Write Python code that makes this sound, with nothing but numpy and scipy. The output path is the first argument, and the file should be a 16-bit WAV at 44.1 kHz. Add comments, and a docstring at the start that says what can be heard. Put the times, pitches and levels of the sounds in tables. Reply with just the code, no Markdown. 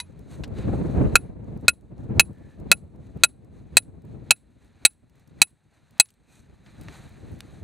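"""Steel stake in frozen ground

Ten hammer blows drive a stake in an open, snowy field. Each overloads the microphone, whose gain drops
and creeps back. Soil chokes the ring of the stake, which brightens as it sinks; distant trees return
a faint echo. Wind buffets the microphone, sleeves swish with each swing, and at the end a glove works
the stake in dry grass."""
import sys
import numpy as np
from scipy import signal
from scipy.fft import rfft, irfft
from scipy.io import wavfile

SR = 44100
rng = np.random.default_rng(int(sys.argv[2]) if len(sys.argv) > 2 else 0)


def waveform_to_disk(signal):
    """Save audio, clipped to [-1, 1], as 16-bit WAV at the path in sys.argv[1]."""
    frames = np.transpose(np.atleast_2d(signal))
    scaled = np.clip(frames, -1, 1) * 32767
    samples = np.round(scaled).astype(np.int16)
    wavfile.write(sys.argv[1], SR, samples)


N = 336483
TIME_S = np.arange(N) / SR
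BLOW_TIME_S = TIME_S[:SR // 3]

# hammer blows: start_s, force_db, rebound_delay_s, low_mode_db, high_modes_db, soil_knock_db
BLOWS = [(1.1552, -5.5, .0079, 12, -8, 0.5), (1.6816, -6, .01, 9, 1.5, -8.5),
         (2.1957, -1.5, .0095, 1, -1, -4), (2.7155, -3, .0089, 1, -6.5, 1.5),
         (3.2356, -3.5, .0094, 5.5, 5.5, 2), (3.769, -4.5, .01, -5.5, 5.5, 1.5),
         (4.3075, -4.5, .008, -0.5, 1, 5.5), (4.851, -4.5, .0096, -5, 8, -9.5),
         (5.4171, -4.5, .0079, -9, 5.5, -2.5), (5.9987, -6, .008, -7.5, 12, -4)]
# bending modes of the stake: pitch_hz, level_db, t60_s
STAKE_MODES = [(847.3, -30, 0.049), (1412, -7.5, 0.044), (1517, -14, 0.024), (2420, -3.5, 0.019),
               (2569.5, 3, 0.042), (2590, -5, 0.0093), (3280, -15.5, .03), (3942, -3, 0.035),
               (4109, -4, 0.03), (4215, 0.5, 0.015), (4470, -13, 0.017), (4706, -8, .025),
               (5820, -21, 0.016), (6300, -7, 0.016), (7580, -8.5, 0.017), (8089, -1, 0.026),
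               (8177, -6.5, .028), (8200, -63, 0.56), (8360, -11.5, 0.031), (10010, -6.5, .028),
               (10080, -19.5, 0.13), (11410, -16.5, .036), (10620, -14.5, 0.063), (13300, -15, .03)]
# lingering modes of the hammer head: pitch_hz, level_db, t60_s
HEAD_MODES = [(10330, -60, 0.22), (10530, -52.5, .16), (10690, -52, .14), (10860, -52, .16)]
# dense vibration of steel and soil: freq_hz, density_db
CRASH_SPECTRUM = [(50, -9), (150, -7), (300, -16), (620, -0.5), (920, -3), (1150, -15.5), (1700, 2.5),
                  (2300, 5.5), (3300, -4.5), (5200, -4.5), (7200, 6), (9200, -2), (10600, -1),
                  (11800, -13.5), (15000, -14)]
# its damping: freq_hz, t60_s
CRASH_DECAY = [(100, 0.0067), (700, 0.033), (2000, 0.023), (6000, .022), (10500, 0.023), (15000, 0.0067)]
# faint dying ring of steel at the start: start_s, level_db
OPENING_RING = [(.001, -38)]
# its modes: pitch_hz, level_db, t60_s
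OPENING_RING_MODES = [(968, 0, 0.076), (2060, 8, 0.032), (2500, -4.5, 0.093), (3940, 13, 0.04),
                      (4550, 0.5, 0.042), (6300, -9.5, 0.068), (8100, 1.5, 0.045), (10520, 3.5, 0.094)]
# echo from the trees: freq_hz, density_db
ECHO_SPECTRUM = [(1000, -9.5), (2600, -9.5), (3300, -16), (4050, -0.5), (5200, -19), (7300, -8),
                 (7850, -3.5), (8100, 4), (8500, -5), (9300, -13), (10600, -2), (11500, -17), (15000, -21)]
# wind strength: time_s, level_db
GUSTS = [(0.0, -50), (0.5, -31.9), (0.68, -23.5), (0.89, -25.5), (1.03, -18), (1.23, -29), (1.55, -29),
         (1.87, -41.5), (2.17, -24.5), (2.54, -42.5), (2.62, -31), (2.86, -36.5), (3.74, -40),
         (4.15, -33.5), (4.27, -44), (4.73, -53.5), (5.27, -51), (5.34, -46.7), (5.68, -60), (6.74, -50),
         (6.82, -41.5), (7.11, -47), (7.33, -35.5), (7.41, -48.5), (7.63, -41)]
# eddies at the microphone: freq_hz, density_db
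WIND_SPECTRUM = [(15, -31), (30, -13.5), (55, -0.5), (120, -1), (200, -5.5), (300, -10.5), (450, -16.5),
                 (650, -23), (1000, -33.5), (1500, -42), (2500, -50), (5000, -80.5)]
# left-right likeness of the eddies: freq_hz, correlation
WIND_CORRELATION = [(40, 0.23), (100, .55), (200, 0.46), (600, 0.067), (1500, 0.47)]
# sleeve friction: freq_hz, density_db
SLEEVE_SPECTRUM = [(300, -11), (550, 0.5), (750, 3), (1100, -1.5), (1800, 0.5), (2100, -3), (2400, -1.5),
                   (3100, -11), (3600, -7.5), (4050, -4), (4600, -12.5), (5400, -24.5), (8000, -34.5),
                   (15000, -54)]
# glove friction: freq_hz, density_db
GLOVE_SPECTRUM = [(500, -25.5), (2000, -9.5), (3300, -6), (4000, 8), (5000, -9.5), (6400, 5.5), (7300, 0.5),
                  (8200, 3), (9500, -1), (11500, -9), (13500, -9.5), (14500, -18), (16000, -36)]
# gripping, winding up, laying the hammer aside, working the stake: start_s, length_s, sleeve_db, glove_db
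ARM_MOVES = [(.32, 0.022, -55.5, -59), (.58, 0.053, -50, -62), (.68, 0.59, -57.5, -66.5),
             (2.34, 0.159, -63.5, -74), (6.3, 0.087, -65, -64), (6.67, 0.92, -62, -70.5),
             (6.82, 0.24, -59.5, -67.5), (6.93, 0.02, -52, -59)]
# glove sliding on steel: start_s, length_s, level_db, pitch_hz
GLOVE_RUBS = [(2.35, .17, -61.5, 1752), (6.28, 0.084, -69, 2466)]
# snaps of dry stalks, clothing and tools: start_s, level_db, t60_s, centre_hz
SNAPS = [(.001, -31, 0.037, 3270), (0.4365, -34.5, 0.05, 1570), (0.444, -37, 0.006, 2140),
         (0.586, -44.5, 0.02, 1820), (1.444, -58, 0.0093, 3960), (1.98, -56, 0.016, 2500),
         (6.057, -44, .02, 4000), (6.087, -52, 0.059, 2980), (6.104, -48, .02, 4963),
         (6.662, -51, 0.026, 1060), (6.811, -50.5, 0.029, 8000), (6.884, -35, 0.02, 980),
         (7.4056, -32, 0.01, 2760)]


def hammering(rebound_db=-11):
    """Each blow: main contact, ring of the head, weaker contact as the stake springs back."""
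    out = np.zeros(N)
    for k, (start_s, force_db, rebound_delay_s, low_db, high_db, knock_db) in enumerate(BLOWS):
        middle_db = 3.5 - 0.52 * k   # middle modes fade as the stake sinks
        head_db = 1.5 + 22 * np.exp(-k / 1.9)   # louder while the stake stands loose
        main = contact(low_db, middle_db, high_db, knock_db, crash_db=3, scatter_db=0.36)
        rebound = contact(low_db - 3.5, middle_db - 5.5, high_db - 1.5, knock_db,
                          crash_db=2.5, scatter_db=1.5)
        add(out, start_s, from_db(force_db) * (main + head_ring(head_db)))
        add(out, start_s + rebound_delay_s, from_db(force_db + rebound_db) * rebound)
    return out


def contact(low_db, middle_db, high_db, knock_db, crash_db, scatter_db):
    """Steel on steel; the grip of the soil shifts and roughens the stake's modes each time."""
    pitch_hz, level_db, t60_s = np.transpose(STAKE_MODES)
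    detune, scatter = rng.standard_normal((2, len(pitch_hz)))
    colour_db = at_hz([(900, -low_db / 2), (1350, low_db), (2500, middle_db),
                       (4200, (middle_db + high_db) / 2), (8000, high_db), (10700, 0)], pitch_hz)
    mode_db = level_db + colour_db + scatter_db * scatter
    modes = ring(pitch_hz * (1 + 0.003 * detune), mode_db, t60_s, linewidth_hz=8.3)
    return modes + from_db(crash_db) * crash(high_db, knock_db)


def crash(bright_db, knock_db):
    """Dense vibration of steel and soil; each octave builds in about a cycle and dies at its own rate."""
    size = len(BLOW_TIME_S)
    spectrum = rfft(noise(CRASH_SPECTRUM, size))
    octave = np.clip(np.log2(np.maximum(bins_hz(size), 1) / 100), 0, 7)
    out = np.zeros(size)
    for k in range(8):
        centre_hz = 100 * 2 ** k
        tilt_db = bright_db * (k - 5) / 8   # a firmly seated stake is brighter
        soil_db = at_hz([(150, 0), (400, knock_db), (1600, 0)], centre_hz)
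        band = irfft(spectrum * np.maximum(0, 1 - abs(octave - k)), size)
        attack = 1 - np.exp(-BLOW_TIME_S * centre_hz)
        out += from_db(tilt_db + soil_db) * band * attack * decay(at_hz(CRASH_DECAY, centre_hz))
    return out


def head_ring(ring_db, scatter_db=3.5):
    """Close modes of the hammer head beat, mixed anew by each blow and widened by the handle's grip."""
    pitch_hz, level_db, t60_s = np.transpose(HEAD_MODES)
    mode_db = level_db + ring_db + scatter_db * rng.standard_normal(len(pitch_hz))
    return ring(pitch_hz, mode_db, t60_s, linewidth_hz=20)


def opening_ring():
    """Faint dying ring of steel from a blow struck just before the start."""
    out = np.zeros(N)
    for start_s, level_db in OPENING_RING:
        add(out, start_s, from_db(level_db) * ring(*np.transpose(OPENING_RING_MODES)))
    return out


def wind(trim_db=-0.5, lumps_db=3, left_db=1.34, small_above_hz=304, brighten_db_per_db=0.068):
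    """Lumpy eddies at the two microphone ports, partly shared; strong gusts are brighter."""
    correlation = np.clip(at_hz(WIND_CORRELATION, bins_hz(N)), 0, 1)
    mid = irfft(rfft(noise(WIND_SPECTRUM, N)) * np.sqrt(1 + correlation), N)
    side = irfft(rfft(noise(WIND_SPECTRUM, N)) * np.sqrt(1 - correlation), N)
    ports = np.array([(mid + side) * from_db(left_db), mid - side])
    eddies = unit_rms(ports * from_db(lumps_db * drift(rate_hz=60)))
    small = signal.sosfiltfilt(highpass(small_above_hz), eddies)
    large = eddies - small
    gust_db = np.interp(TIME_S, *np.transpose(GUSTS))
    bright_db = brighten_db_per_db * (gust_db - gust_db.mean())
    return from_db(gust_db + trim_db) * (large + small * from_db(bright_db))


def arm_motion(lift_after_s=0.31, lift_s=0.047, downswing_s=0.025):
    """Rubbing strength of sleeves and gloves: lifts, downswings and other moves add in power."""
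    lift_db, downswing_db, rest_db = (-66, -73.5), (-62, -74), (-69, -78)   # sleeve, glove
    blows_s = [blow[0] for blow in BLOWS]
    lifts = [(blow_s + lift_after_s, lift_s, *lift_db) for blow_s in blows_s[:-1]]
    downswings = [(blow_s - downswing_s, downswing_s, *downswing_db) for blow_s in blows_s]
    power = from_db(rest_db)[:, None] ** 2
    for start_s, length_s, *levels_db in lifts + downswings + list(ARM_MOVES):
        power = power + (from_db(levels_db)[:, None] * stroke(start_s, length_s)) ** 2
    return np.sqrt(power)


def rustle(motion, spectrum, flutter_db, grain_db=1.5):
    """Fabric rubs in tiny catches as the arms move."""
    friction = noise(spectrum, N)
    catches_db = grain_db * drift(rate_hz=900) + flutter_db * drift(rate_hz=70)
    return motion * unit_rms(friction * from_db(catches_db))


def glove_rubs(width_hz=90):
    """A glove slides on steel: friction through one narrow resonance."""
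    out = np.zeros(N)
    radius = np.exp(-np.pi * width_hz / SR)
    for start_s, length_s, level_db, pitch_hz in GLOVE_RUBS:
        resonance = [1, -2 * radius * np.cos(2 * np.pi * pitch_hz / SR), radius ** 2]
        tone = signal.lfilter([1, 0, -1], resonance, rng.standard_normal(N))
        out += from_db(level_db) * stroke(start_s, length_s) * unit_rms(tone)
    return out


def snaps(ticks_per_s=4, tick_db=-59, spread_db=1.5, tick_t60_s=0.015, tick_hz=6000):
    """Stalks, clothing and tools snap in short noise bursts; fainter ticks come at random."""
    out = np.zeros(N)
    ticks = [(start_s, tick_db + spread_db * rng.standard_normal(), tick_t60_s, tick_hz)
             for start_s in TIME_S[rng.random(N) < ticks_per_s / SR]]
    for start_s, level_db, t60_s, centre_hz in list(SNAPS) + ticks:
        edges_hz = [centre_hz / 2.6, min(centre_hz * 2.6, 0.32 * SR)]
        bandpass = signal.butter(2, edges_hz, "band", fs=SR, output="sos")
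        burst = unit_rms(signal.sosfilt(bandpass, rng.standard_normal(len(BLOW_TIME_S))))
        add(out, start_s, from_db(level_db) * decay(t60_s) * burst)
    return out


def tree_echo(delay_s=0.056, near_db=-50, near_t60_s=0.14, far_db=-62.5, far_t60_s=0.87):
    """Trunks some ten metres off scatter each blow back as a treble swell; farther ones add a tail."""
    out = np.zeros(N)
    swell = np.minimum(BLOW_TIME_S / delay_s, 1) ** 10
    near = from_db(near_db - 60 * np.maximum(BLOW_TIME_S - delay_s, 0) / near_t60_s)
    far = from_db(far_db) * decay(far_t60_s)
    envelope = swell * (near + far)
    for start_s, force_db, *_ in BLOWS:
        add(out, start_s, from_db(force_db) * envelope * noise(ECHO_SPECTRUM, len(envelope)))
    return out


def ring(pitch_hz, level_db, t60_s, linewidth_hz=0):
    """Struck modes as decaying sines; rubbing makes the phase wander, widening each line."""
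    signs = rng.choice([-1, 1], len(pitch_hz))
    steps = rng.standard_normal((len(pitch_hz), len(BLOW_TIME_S)))
    wander_rad = np.cumsum(steps, axis=1) * np.sqrt(2 * np.pi * linewidth_hz / SR)
    fade = from_db(level_db[:, None] - 60 * BLOW_TIME_S / t60_s[:, None])
    return signs @ (fade * np.sin(2 * np.pi * pitch_hz[:, None] * BLOW_TIME_S + wander_rad))


def stroke(start_s, length_s, attack_s=0.025, release_s=0.035):
    """Envelope of one movement: swell, hold, fade."""
    before_s = np.maximum(start_s - TIME_S, 0)
    after_s = np.maximum(TIME_S - start_s - length_s, 0)
    return np.exp(-before_s / attack_s - after_s / release_s)


def decay(t60_s):
    """Exponential decay over the length of a blow."""
    return from_db(-60 * BLOW_TIME_S / t60_s)


def noise(spectrum, size):
    """Coloured noise, unit power."""
    white = rfft(rng.standard_normal(size))
    return unit_rms(irfft(white * from_db(at_hz(spectrum, bins_hz(size))), size))


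def drift(rate_hz):
    """Random wander, unit power."""
    points = rng.standard_normal(N // 20)
    return unit_rms(np.interp(TIME_S * rate_hz, np.arange(len(points)), points))


def at_hz(table, freq_hz):
    """Read a table on a log-frequency axis."""
    knots_hz, values = np.transpose(table)
    return np.interp(np.log(np.maximum(freq_hz, 1)), np.log(knots_hz), values)


def bins_hz(size):
    """Frequencies of a real FFT."""
    return np.arange(size // 2 + 1) * SR / size


def highpass(corner_hz):
    """Second-order high-pass sections."""
    return signal.butter(2, corner_hz, "high", fs=SR, output="sos")


def from_db(level_db):
    """Decibels to gain."""
    return 10 ** (np.asarray(level_db) / 20)


def unit_rms(x):
    """Scale to unit power."""
    return x / np.sqrt(np.mean(x ** 2) + 1e-20)


def add(track, start_s, sound):
    """Mix a sound into a track."""
    start = max(0, round(start_s * SR))
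    track[start:start + len(sound)] += sound[:N - start]


def gain_control(x, threshold_db=-10.5, smooth_s=0.013, release_db_per_s=23, sense_above_hz=350):
    """Peaks over the threshold pull the gain down, rumble does not; it creeps back at a steady rate."""
    sensed = signal.sosfilt(highpass(sense_above_hz), x.mean(axis=0))
    over_db = np.maximum(20 * np.log10(abs(sensed) + 1e-9) - threshold_db, 0)
    recovery_db = release_db_per_s * TIME_S
    held_db = np.maximum.accumulate(over_db + recovery_db) - recovery_db
    pole = np.exp(-1 / (smooth_s * SR))
    duck_db = signal.lfilter([(1 - pole) ** 2], [1, -2 * pole, pole ** 2], held_db)
    return x * from_db(-duck_db)


def scene():
    """The work is straight ahead; only the wind differs between the sides."""
    blows = hammering() + tree_echo()
    sleeve_motion, glove_motion = arm_motion()
    sleeves = rustle(sleeve_motion, SLEEVE_SPECTRUM, flutter_db=0.4)
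    gloves = rustle(glove_motion, GLOVE_SPECTRUM, flutter_db=1.5)
    return blows + sleeves + gloves + wind() + glove_rubs() + opening_ring() + snaps()


def record(dry):
    """Overload flattens the onset of each blow and the gain ducks; deep rumble and the top are cut."""
    ceiling, low_cut_hz, high_cut_hz = 0.9, 35, 15700
    clipped = dry / (1 + (dry / ceiling) ** 6) ** (1 / 6)
    coupled = signal.sosfilt(highpass(low_cut_hz), gain_control(clipped))
    return signal.sosfilt(signal.cheby1(12, 0.2, high_cut_hz, fs=SR, output="sos"), coupled)


dry = scene()
out = record(dry)
waveform_to_disk(out)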